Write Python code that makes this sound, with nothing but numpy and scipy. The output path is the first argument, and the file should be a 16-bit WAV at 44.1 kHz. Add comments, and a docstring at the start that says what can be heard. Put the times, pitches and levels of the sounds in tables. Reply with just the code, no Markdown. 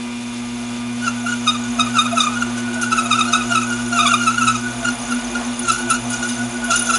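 """A tool shaves stainless steel on a small lathe and chatters in short squeals: tones with overtones
whose pitch sags as they swell. The chip scrapes as grainy noise that rings the tool post, and the
edge squeaks in short high pings. The bed groans and rumbles as low tones and shaped noise, and the
bench shudders. Behind them the mains motor hums and whines in steady tones over drive and fan noise,
and the workshop adds a short tail to the cutting sounds."""
import sys
import numpy as np
from scipy import signal
from scipy.fft import rfft, irfft
from scipy.io import wavfile
from scipy.ndimage import uniform_filter1d

SR = 44100
rng = np.random.default_rng(int(sys.argv[2]) if len(sys.argv) > 2 else 0)


def wrap_up_sound(samples):
    """Save the sound to the file named by the first command line argument, as 16-bit audio."""
    columns = np.atleast_2d(samples).T
    # keep every value between -1 and 1, then stretch to whole-number steps
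    tamed = np.clip(columns, -1, 1)
    steps = np.round(tamed * 32767).astype(np.int16)
    wavfile.write(sys.argv[1], SR, steps)


N = 307818
TIME = np.arange(N) / SR   # s

# Chatter squeals: peak t/s, level/dB, rise/ms, fall/ms (3 ms or more is used), lowest pitch f/Hz,
# strength of the overtones from the third up/dB
SQUEALS = [(1.049, -24.5, 25, 22, 1470, -11), (1.081, -16, 11, 8.5, 1349, -13),
           (1.269, -20.5, 7, 12, 1367, -12), (1.287, -19.5, 8, 12, 1463, -13),
           (1.326, -19, 8, 11, 1443, -15), (1.477, -15, 6.5, 7.6, 1230, -2), (1.486, -18, 6, 20, 1235, 1),
           (1.555, -26.5, 18, 9.4, 1180, -7), (1.797, -15.5, 6, 9, 1250, -7),
           (1.806, -16, 5, 13.4, 1228, -2), (1.871, -23, 10, 7.9, 1192, -15),
           (1.972, -17.5, 18, 19.7, 1340, -13), (1.99, -16, 10, 19.7, 1202, -2),
           (2.018, -20, 5, 5.4, 1286, -20), (2.063, -22, 21, 7.2, 1225, -16),
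           (2.085, -24, 6, 6.1, 1406, -18), (2.125, -26.5, 16, 12.5, 1244, -12.5),
           (2.182, -14.5, 13, 15.5, 1273, -10), (2.207, -20, 16, 13.4, 1177, 6.5),
           (2.241, -18.5, 15, 2.6, 1180, -17), (2.273, -19.5, 22, 14, 1194, -15),
           (2.338, -30.5, 29, 12.5, 1230, -14.5), (2.372, -25, 14, 13, 1426, -18),
           (2.429, -15, 8, 3.8, 1370, -16), (2.588, -27, 19, 8.3, 1494, -18),
           (2.84, -19, 9, 6.9, 1377, -10), (2.926, -11.5, 7, 10, 1310, -7.5),
           (2.989, -13, 12, 17, 1277, -9.5), (3.062, -26, 21, 11.3, 1248, -9),
           (3.116, -14.5, 7, 7.2, 1260, -7.5), (3.127, -15, 5.4, 19, 1219, -2),
           (3.158, -15.5, 5, 4.5, 1330, -10), (3.194, -17.5, 13, 9.6, 1277, -10),
           (3.21, -15.5, 5, 11.9, 1230, -4), (3.228, -22, 9, 9.4, 1310, -20),
           (3.254, -21.5, 7, 6, 1243, -12), (3.291, -26.5, 27, 10.3, 1390, -1),
           (3.337, -11, 6, 5.8, 1248, -2), (3.361, -15.5, 14, 18, 1276, -7.5),
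           (3.412, -25, 14, 24, 1232, -12), (3.524, -16.5, 18, 17.5, 1401, -12),
           (3.557, -13.5, 7, 5.6, 1287, -5), (3.576, -15, 11, 9.1, 1264, -8.5),
           (3.63, -22.5, 11, 12, 1252, -13), (3.731, -24.5, 33, 20, 1419, -13.5),
           (3.797, -27.5, 25, 28, 1467, -24), (3.931, -17.5, 6, 12.5, 1398, -6.5),
           (3.976, -16, 20, 19.7, 1345, -13.5), (3.995, -13, 9, 8, 1169, -2), (4.009, -19, 6, 11, 1175, -1),
           (4.034, -18, 7, 5.4, 1287, -13), (4.065, -16, 15, 18.4, 1121, -2.5),
           (4.078, -12.5, 5, 3.5, 1178, 2.2), (4.12, -15.5, 24, 24, 1377, -19),
           (4.142, -13, 8, 8.9, 1177, -4.3), (4.219, -18.5, 19, 15, 1405, -11),
           (4.24, -19, 8, 8.3, 1398, -10), (4.279, -12, 10, 17.4, 1292, -8.5),
           (4.313, -22.5, 5, 11, 1387, -11.5), (4.348, -25, 8, 9.2, 1334, -6.5),
           (4.383, -19.5, 7, 16, 1428, -10.5), (4.423, -13, 12, 7.4, 1310, -19),
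           (4.447, -18, 9, 3.8, 1378, -15.5), (4.481, -12, 9, 12, 1265, -4.5),
           (4.502, -18.5, 11, 10, 1303, -7), (4.556, -25.5, 12, 17, 1232, -11),
           (4.856, -15.5, 6, 3.9, 1381, -13), (4.888, -17.5, 18, 8.8, 1410, -7),
           (5.126, -17, 8, 4.3, 1373, -10), (5.141, -29, 6, 5, 1450, -13),
           (5.358, -22, 6, 13.2, 1420, -8.5), (5.653, -26, 7, 9.7, 1397, -4.5),
           (5.702, -11, 17, 6.1, 1312, -5), (5.736, -23.5, 15, 34, 1390, -5.5),
           (5.804, -28.5, 18, 16, 1450, -3.5), (5.912, -13.5, 10, 14.5, 1325, -7),
           (5.952, -22.5, 10, 13, 1436, -3.5), (6.137, -25, 17, 18, 1432, -20),
           (6.23, -25, 5, 10, 1437, -4.5), (6.256, -27.5, 12, 27.7, 1463, -15.5),
           (6.723, -13.5, 16, 15, 1342, -8.5), (6.742, -15.5, 8, 18.3, 1417, -7),
           (6.78, -25.5, 7, 5.1, 1383, -14), (6.798, -30, 7, 12.4, 1402, -9.5),
           (6.821, -23.5, 8, 8, 1436, -22), (6.874, -28, 7, 19, 1434, -12),
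           (6.91, -8.5, 13, 2.27, 1330, -11), (6.942, -16, 13, 17, 1337, -3.5)]
# Ringing modes of the tool post: f/Hz, width/Hz, level under the scrape/dB, level under a squeal/dB,
# swing with each turn/dB, lag of that swing/turns
POST_MODES = [(1234, 20, -25.5, -11, -2, 0), (1355, 18, -19, -47, 9, 0), (2486, 78, -17.5, 2.5, -4, 0),
              (2870, 46, -13.5, -5, -6.5, 0), (3434, 33, -15, 13, 4, 0), (3701, 65, -14, 15.5, -0.5, 0),
              (4967, 44, -20, 4, 10, 0), (5547, 24, -17.5, -13, 3.5, 0), (6226, 190, -8.5, 4, 8.5, 0.45),
              (6497, 157, -9.5, -4, 6, 0.13), (6754, 114, -12, 1, 10, 0.00091),
              (7064, 83, -8, -1, 3, -0.14), (8973, 53, -17, 19, -1.5, 0), (11160, 900, 4, 2, -0.5, 0)]
# Moments when the edge snags: t/s, squeak level/dB, level of the tearing burst/dB
SNAGS = [(1.4684, -31, -42), (1.635, -42, -29), (2.2064, -28.5, -18), (2.574, -40, -24.5), (2.73, -40, -26),
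         (2.8123, -18, -18), (2.9641, -23, -31), (3.0569, -26, -31), (3.1889, -22.5, -28),
         (3.3211, -28, -22), (3.6235, -19.5, -30.5), (4.0664, -26.5, -17.5), (4.136, -15.5, -29.5),
         (4.449, -16.5, -29), (4.545, -40, -25.5), (5.106, -34.5, -27), (5.142, -18, -28.5),
         (5.45, -36.5, -30.5), (5.5906, -10.5, -30.5), (5.6822, -15.5, -20.5), (5.7146, -14.5, -16),
         (5.78, -32, -24), (5.9, -1, -14.5), (6.101, -13, -21.5), (6.13, -36, -22.5), (6.23, -38, -23.5),
         (6.289, -17.5, -23.5), (6.64, -30, -26), (6.7048, -37.5, -13), (6.756, -8.5, -13),
         (6.7911, -6, -19), (6.82, -7, -37), (6.855, -35, -19), (6.949, -27.5, -13)]
# How hard the cut loads the bed, as the level of its rumble: t/s, level/dB
LOAD = [(0.0, -45), (0.15, -47.5), (1.16, -40.5), (1.32, -42.5), (1.77, -36.5), (2.41, -37.5), (2.7, -37),
        (2.86, -36), (3.3, -36.5), (3.75, -39), (3.89, -37), (4.59, -38), (5.46, -33), (5.56, -37),
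        (6.53, -35.5), (6.98, -32)]


def from_db(db):
    """Turn decibels into gain."""
    return 10 ** (np.asarray(db) / 20)


def rms_one(x):
    """Scale to an rms of 1."""
    return x / np.sqrt(np.mean(x ** 2) + 1e-20)


def in_time(rows):
    """Draw straight lines between the rows and give every column sample by sample."""
    s, *columns = np.transpose(rows)
    return [np.interp(TIME, s, c) for c in columns]


def drift(rate_hz):
    """Slow random wandering with rms 1: noise through two low-pass poles, made at every 40th sample."""
    r = np.exp(-2 * np.pi * rate_hz * 40 / SR)
    noise = rng.standard_normal(N // 40 + 2002)
    slow = signal.lfilter([1], [1, -2 * r, r * r], noise)[2000:]
    return np.interp(np.arange(N) / 40, np.arange(len(slow)), rms_one(slow))


def resonate(x, hz, width_hz):
    """One resonance, like a struck part that rings at its own pitch; gain about 1 at the top."""
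    r = np.exp(-np.pi * width_hz / SR)
    top = [(1 - r * r) / 2, 0, (r * r - 1) / 2]
    bottom = [1, -2 * r * np.cos(2 * np.pi * hz / SR), r * r]
    return signal.lfilter(top, bottom, x + 1e-18)


def ringing_noise(hz, width_hz, second_width_hz):
    """A mode kept ringing by random shaking: noise through two resonances at one pitch, rms 1."""
    once = resonate(rng.standard_normal(N), hz, width_hz)
    return rms_one(resonate(once, hz, second_width_hz))


def coloured(spectrum):
    """Steady noise with the given spectrum, rms 1."""
    hz = np.maximum(np.fft.rfftfreq(N, 1 / SR), 1)
    points = np.array(spectrum)
    shape = from_db(np.interp(np.log(hz), np.log(points[:, 0]), points[:, 1]))
    return rms_one(irfft(rfft(rng.standard_normal(N)) * shape, N))


def swell(s, rise, fall):
    """Samples around a peak, their time from it, and a swell in dB: -8 dB one rise before, one fall after."""
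    at = slice(max(int((s - 3 * rise) * SR), 0), min(int((s + 4 * fall) * SR), N))
    t = TIME[at] - s
    return at, t, -8 * np.where(t < 0, (np.abs(t) / rise) ** 1.7, (np.abs(t) / fall) ** 1.07)


def squeals():
    """One chattering tool: overlapping squeals share its pitch; overtones appear only near a swell's top."""
    free_hz = 1457
    entry_share, exit_share = .45, .45   # how far towards the free pitch a squeal starts and ends
    second_db_per_hz = 0.0382   # the second partial grows with the depth of the sag
    # Second partial of the squeals, before the sag adds to it: t/s, level against the first/dB
    second_partial = [(1.0, -13), (2.2, -16), (3.3, -13.5), (4.5, -13.5), (5.5, -16), (6.3, -14),
                      (6.98, -17)]
    ripple = from_db(2.5 * drift(115))
    waver = 1 + 0.00587 * drift(78)
    second_db, = in_time(second_partial)
    power = np.full((8, N), 1e-12)   # one row for each partial
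    pull = np.full(N, 1e-12 * free_hz)   # pitch weighted by power
    for s, level_db, rise, fall, low_hz, overtones_db in SQUEALS:
        rise, fall = max(rise, 3) / 1000, max(fall, 3) / 1000   # s
        at, t, swell_db = swell(s, rise, fall)
        sag_hz = free_hz - low_hz
        bend_times = [-.9 * rise, 0, .4 * fall, 1.8 * fall]
        lift_hz = sag_hz * np.interp(t, bend_times, [entry_share, 0, 0, exit_share])
        # The tool leaves the cut and snaps back as the pitch sags: overtones are weaker while it is up
        slack_db = -.05 * lift_hz.clip(0)
        pull[at] += from_db(2 * (level_db + swell_db)) * (low_hz + lift_hz)
        second = second_db[at] + second_db_per_hz * min(sag_hz, 150) + 1.26 * swell_db
        partials_db = [swell_db, second]
        for k in range(3, 9):
            slope_db = -12.5 - 2.65 * (k - 4.5)
            partials_db.append(overtones_db + slope_db + 1.3 * swell_db + k / 2 * slack_db)
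        power[:, at] += from_db(2 * (level_db + np.array(partials_db)))
    pitch_hz = uniform_filter1d(pull / power[0], size=130) * waver
    phase = 2 * np.pi * np.cumsum(pitch_hz) / SR
    partials = sum(np.sqrt(p) * np.sin((k + 1) * phase) for k, p in enumerate(power))
    tones = np.sqrt(2) * ripple * partials
    return tones + sum(from_db(db) * resonate(tones, hz, width) for hz, width, _, db, *_ in POST_MODES)


def tearing(steady_db):
    """Strength of the scrape: a steady part, a share of every squeal and a burst at every snag."""
    share_db = -8.5   # the chip tears harder under each squeal
    burst_rise, burst_fall = 0.0032, 0.03   # s
    power = from_db(2 * steady_db)
    for s, level_db, rise, fall, *_ in SQUEALS:
        # This swell lasts about twice as long as the squeal
        at, _, swell_db = swell(s, 2.14 * max(rise, 3) / 1000, 1.94 * max(fall, 3) / 1000)
        power[at] += from_db(2 * (level_db + share_db + swell_db))
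    for s, _, tear_db in SNAGS:
        at, _, swell_db = swell(s + burst_rise, burst_rise, burst_fall)
        power[at] += from_db(2 * (tear_db + swell_db))
    return np.sqrt(power)


def cut():
    """The chip tears in dense uneven grains; the work runs out of true, so the post modes flare in turn."""
    ring_follows = 0.34   # the tool rings more while the chip tears harder
    # The cut: t/s, steady chip scrape/dB, edge whistle/dB, tool ring under steady scraping/dB
    cut_levels = [(0, -44, -57, -60), (.33, -38.5, -51, -48), (.95, -39.5, -51, -50),
                  (1.2, -35, -49, -40.5), (1.8, -33, -49, -42.5), (2.39, -32.5, -47, -34),
                  (2.64, -37, -45, -38), (3.0, -37, -46, -36), (3.44, -29.5, -45, -30),
                  (3.9, -31, -41.5, -41.5), (4.14, -29, -41, -34), (4.47, -30, -48, -39),
                  (4.65, -31.5, -46, -31.5), (4.95, -30.5, -40, -37.5), (5.42, -31.5, -45.5, -37),
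                  (5.95, -34, -41.5, -38), (6.3, -29, -37.5, -35.5), (6.66, -33.5, -43, -37),
                  (6.98, -23.5, -33, -28)]
    # The spindle: t/s, turns made so far
    spindle = [(0, -.45), (.7, 21.97), (1.2, 37.9), (2.2, 69.7), (3.2, 101.29), (4.2, 133.08),
               (4.95, 156.79), (6.45, 204.1), (6.98, 220.92)]
    # Bare tearing noise against the ringing modes: t/s, level/dB
    bare_tearing = [(0, -1.5), (1.0, -3.5), (2.5, 0), (4.0, -1.04), (5.5, -2.5), (6.3, 0), (6.98, -3.5)]
    scrape_db, whistle_db, ring_db = in_time(cut_levels)
    turns, = in_time(spindle)
    grain_sizes = from_db(1.5 * np.minimum(rng.exponential(1, N), 5))
    tears = rng.standard_normal(N) * grain_sizes
    modes, wobble = 0, .08 * drift(12)   # wobble in turns
    for k, (hz, width, db, _, swing_db, lag) in enumerate(POST_MODES):
        turn_db = swing_db * np.cos(2 * np.pi * (turns + wobble - lag))
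        flare = from_db(db + 2.5 * drift(35) + turn_db)
        # Dividing by the root of the width keeps wide modes from being louder; signs alternate
        modes = modes + resonate(flare * tears, hz, width) / np.sqrt(width) * (-1) ** k
    strength = tearing(scrape_db)
    bare_db, = in_time(bare_tearing)
    bare = from_db(bare_db + 2.07 * drift(74)) * rms_one(np.diff(tears, prepend=0))
    scrape = strength * (rms_one(modes) + bare)
    pinch = from_db(2.3 * drift(40) + 1.4 * np.cos(2 * np.pi * (turns - .1)))
    whistle_band = resonate(resonate(pinch * tears, 9670, 290), 9480, 400)
    whistle = from_db(whistle_db) * rms_one(whistle_band)
    ring_band = resonate(resonate(rng.standard_normal(N), 1464, 25), 1472, 53)
    harder = (strength / from_db(scrape_db)) ** ring_follows
    ring = from_db(ring_db + 4.4 * drift(7.3)) * harder * rms_one(ring_band)
    return scrape + whistle + ring


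def squeaks():
    """The edge catches and sings briefly at its high mode, sagging a little."""
    rise_s, t60_s = 0.0018, 0.043   # t60: time to fall by 60 dB
    out = np.zeros(N)
    for s, level_db, _ in SNAGS:
        at = slice(int(s * SR), min(int((s + .15) * SR), N))
        t = TIME[at] - s
        ping = (1 - np.exp(-t / rise_s)) ** 2 * from_db(level_db - 60 * t / t60_s)
        # Starts at 9750 Hz and sags by 5 Hz each ms
        out[at] += ping * np.sin(2 * np.pi * (9750 * t - 2500 * t ** 2))
    return out * from_db(2.0 * drift(120))


def groan():
    """A low mode of the bed sings roughly in short patches that fade in and out."""
    rise_share = .4
    # Bed groans: peak t/s, level/dB, f/Hz, rise and fall together/ms
    groans = [(1.251, -33, 704, 22), (1.79, -31.5, 693, 78), (2.138, -20, 686, 29), (2.775, -31.5, 650, 22),
              (3.07, -38, 702, 63), (3.314, -31.5, 697, 61), (3.518, -27.5, 690, 38), (3.96, -29, 698, 96),
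              (4.05, -29.5, 693.5, 98), (4.136, -32, 679, 44), (4.836, -31, 677, 34.5),
              (5.884, -35.5, 674, 35), (6.202, -37, 670, 32), (6.6, -35, 650, 33), (6.702, -28.5, 680, 36),
              (6.965, -40, 680, 37)]
    out, wander = np.zeros(N), 0.26 * drift(37)   # wander of the phase in radians
    for s, level_db, hz, length in groans:
        at, t, swell_db = swell(s, rise_share * length / 1000, (1 - rise_share) * length / 1000)
        out[at] += from_db(level_db + swell_db) * np.sin(2 * np.pi * hz * TIME[at] + wander[at])
    return np.sqrt(2) * from_db(2.0 * drift(37.5)) * out


def rumble():
    """The cutting force shakes the bed: broad noise with a few low modes standing out."""
    # Spectrum of the force: f/Hz, level per Hz/dB
    force_spectrum = [(250, -8), (350, -30), (420, -1.5), (550, -6), (800, -2.5), (1000, -7.5), (1200, -2),
                      (2000, -0.5), (3500, -2), (6000, -25), (11500, -51)]
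    # Bed modes: f/Hz, width/Hz, gain over the broad noise/dB
    bed_modes = [(342, 24, 17), (610, 180, 14), (699, 45, 21.5), (838, 83, 17), (1014, 88, 15)]
    level_db, = in_time(LOAD)
    force = coloured(force_spectrum)
    modes = sum(from_db(db + 2.0 * drift(6.5)) * resonate(force, hz, width) for hz, width, db in bed_modes)
    return from_db(level_db) * rms_one(force + modes)


def bench():
    """The bench shudders in one low mode, more under load."""
    level_db, follows = -49.5, .8   # level at a load of -39 dB; dB gained for each dB of load
    load_db, = in_time(LOAD)
    shudder = ringing_noise(50.8, 5, 40)
    return from_db(level_db + follows * (load_db + 39)) * shudder


def motor():
    """Magnetic hum on multiples of the doubled mains; the cut shakes frame modes that beat with it."""
    hum_hz, third_db, whine_db = 120.02, -46.5, -25.5
    beat_hz, beat_peak_s, beat_db = 8.45, 5.97, 3   # a tone just above the second multiple beats with it
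    # Hum: t/s, first multiple/dB, second multiple/dB, shaking of the frame/dB
    hum = [(0, -48, -27.5, -59), (.15, -44, -28.5, -70), (.75, -40, -27, -63), (.92, -37.5, -25.5, -53),
           (1.45, -38, -25.5, -68), (1.7, -39.5, -25, -37.5), (2.4, -38, -24.5, -50),
           (3.0, -37.5, -25.5, -47), (4.0, -37, -24.5, -47.5), (4.5, -37, -24.5, -40),
           (4.75, -45, -30, -36.5), (5.6, -46.5, -26, -36.5), (6.5, -41.5, -29.5, -38.5),
           (6.98, -38.5, -27, -43)]
    # Whine: multiple of the hum pitch, level within the whine/dB
    whine = [(4, -27), (5, -31), (6, -28.5), (7, -30.5), (8, -22), (9, -30.5), (10, -21.5), (11, -28.5),
             (12, -27.5), (13, -30), (14, -35.5), (15, -59), (16, -54), (17, -28.5), (18, -28), (19, -28.5),
             (20, -20.5), (21, -26), (22, -49), (23, -26), (24, -32.5), (25, -32.5), (26, -41), (27, -63.5),
             (28, -31), (29, -24.5), (30, -27)]
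    # Frame modes beside the hum: f/Hz, width/Hz, level at a shake of -39.5 dB/dB,
    # share of the shake's swing that it follows
    frame_modes = [(118.6, 9.3, -43, 0.59), (242.8, 7.7, -36.5, 1.1)]
    # Cover mode just under the third multiple: t/s, level/dB
    cover_level = [(0, -64), (.9, -57), (2.3, -51), (2.5, -41), (3.6, -39.5), (4.4, -42), (5.2, -45.5),
                   (5.7, -39.5), (6.3, -41.5), (6.98, -43.5)]
    first_db, second_db, shake_db = in_time(hum)
    turn = 2 * np.pi * hum_hz * TIME
    tones = from_db(first_db) * np.sin(turn)
    tones += from_db(second_db) * np.sin(2 * turn)
    tones += from_db(third_db) * np.sin(3 * turn)
    beat = 2 * np.pi * beat_hz * (TIME - beat_peak_s) + 0.13 * drift(7.5)
    tones += from_db(shake_db + beat_db) * np.sin(2 * turn + beat)
    for k, level_db in whine:
        level = from_db(whine_db + level_db + 1.8 * drift(8.2))
        tones += level * np.sin(k * turn + rng.uniform(0, 2 * np.pi))
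    frame = 0
    for hz, width, db, share in frame_modes:
        frame = frame + from_db(db + share * (shake_db + 39.5)) * ringing_noise(hz, width, 2 * width)
    cover = from_db(in_time(cover_level)[0]) * ringing_noise(352.2, 11.8, 2 * 11.8)
    return np.sqrt(2) * tones + frame + cover


def drive():
    """Drive and fan noise: steady shaped noise whose level flutters a little."""
    # Spectrum of the noise: f/Hz, level per Hz/dB
    drive_spectrum = [(15, -75), (25, -16), (117, -16.5), (182, -13), (207, -8.5), (241, -5), (296, -14.5),
                      (355, -9.5), (414, -20), (945, -18), (1890, -18.5), (2450, -14.5), (3170, -16),
                      (9850, -25), (11800, -9), (15300, -88), (22000, -120)]
    return from_db(-35.5 + 0.9 * drift(19)) * coloured(drive_spectrum)


def shop(x):
    """Diffuse room tail: noise that dies away, duller than the direct sound."""
    t60_s = .25   # time to fall by 60 dB
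    t = np.arange(SR // 2) / SR
    dull = signal.lfilter([1], [1, -.5], rng.standard_normal(len(t)))
    tail = dull * from_db(-60 * t / t60_s) * (t > .006)   # silent for the first 6 ms
    return signal.fftconvolve(x, tail / np.sqrt(np.sum(tail ** 2)))[:N]


def scene():
    """The cut with its room tail, then motor, bench and drive noise; one channel."""
    tool = squeals() + squeaks() + cut() + rumble() + groan()
    tail = from_db(-14) * shop(tool)
    return (tool + tail + motor() + bench() + drive())[None]


def record(dry):
    """Peaks are rounded, then the top is cut gently from 11500 Hz and steeply up to 11900 Hz."""
    rounded = 0.8 * np.tanh(dry / 0.72)
    soft = signal.sosfilt(signal.butter(3, 11500, fs=SR, output="sos"), rounded)
    return signal.sosfilt(signal.cheby2(12, 60, 11900, fs=SR, output="sos"), soft)


dry = scene()
out = record(dry)
wrap_up_sound(out)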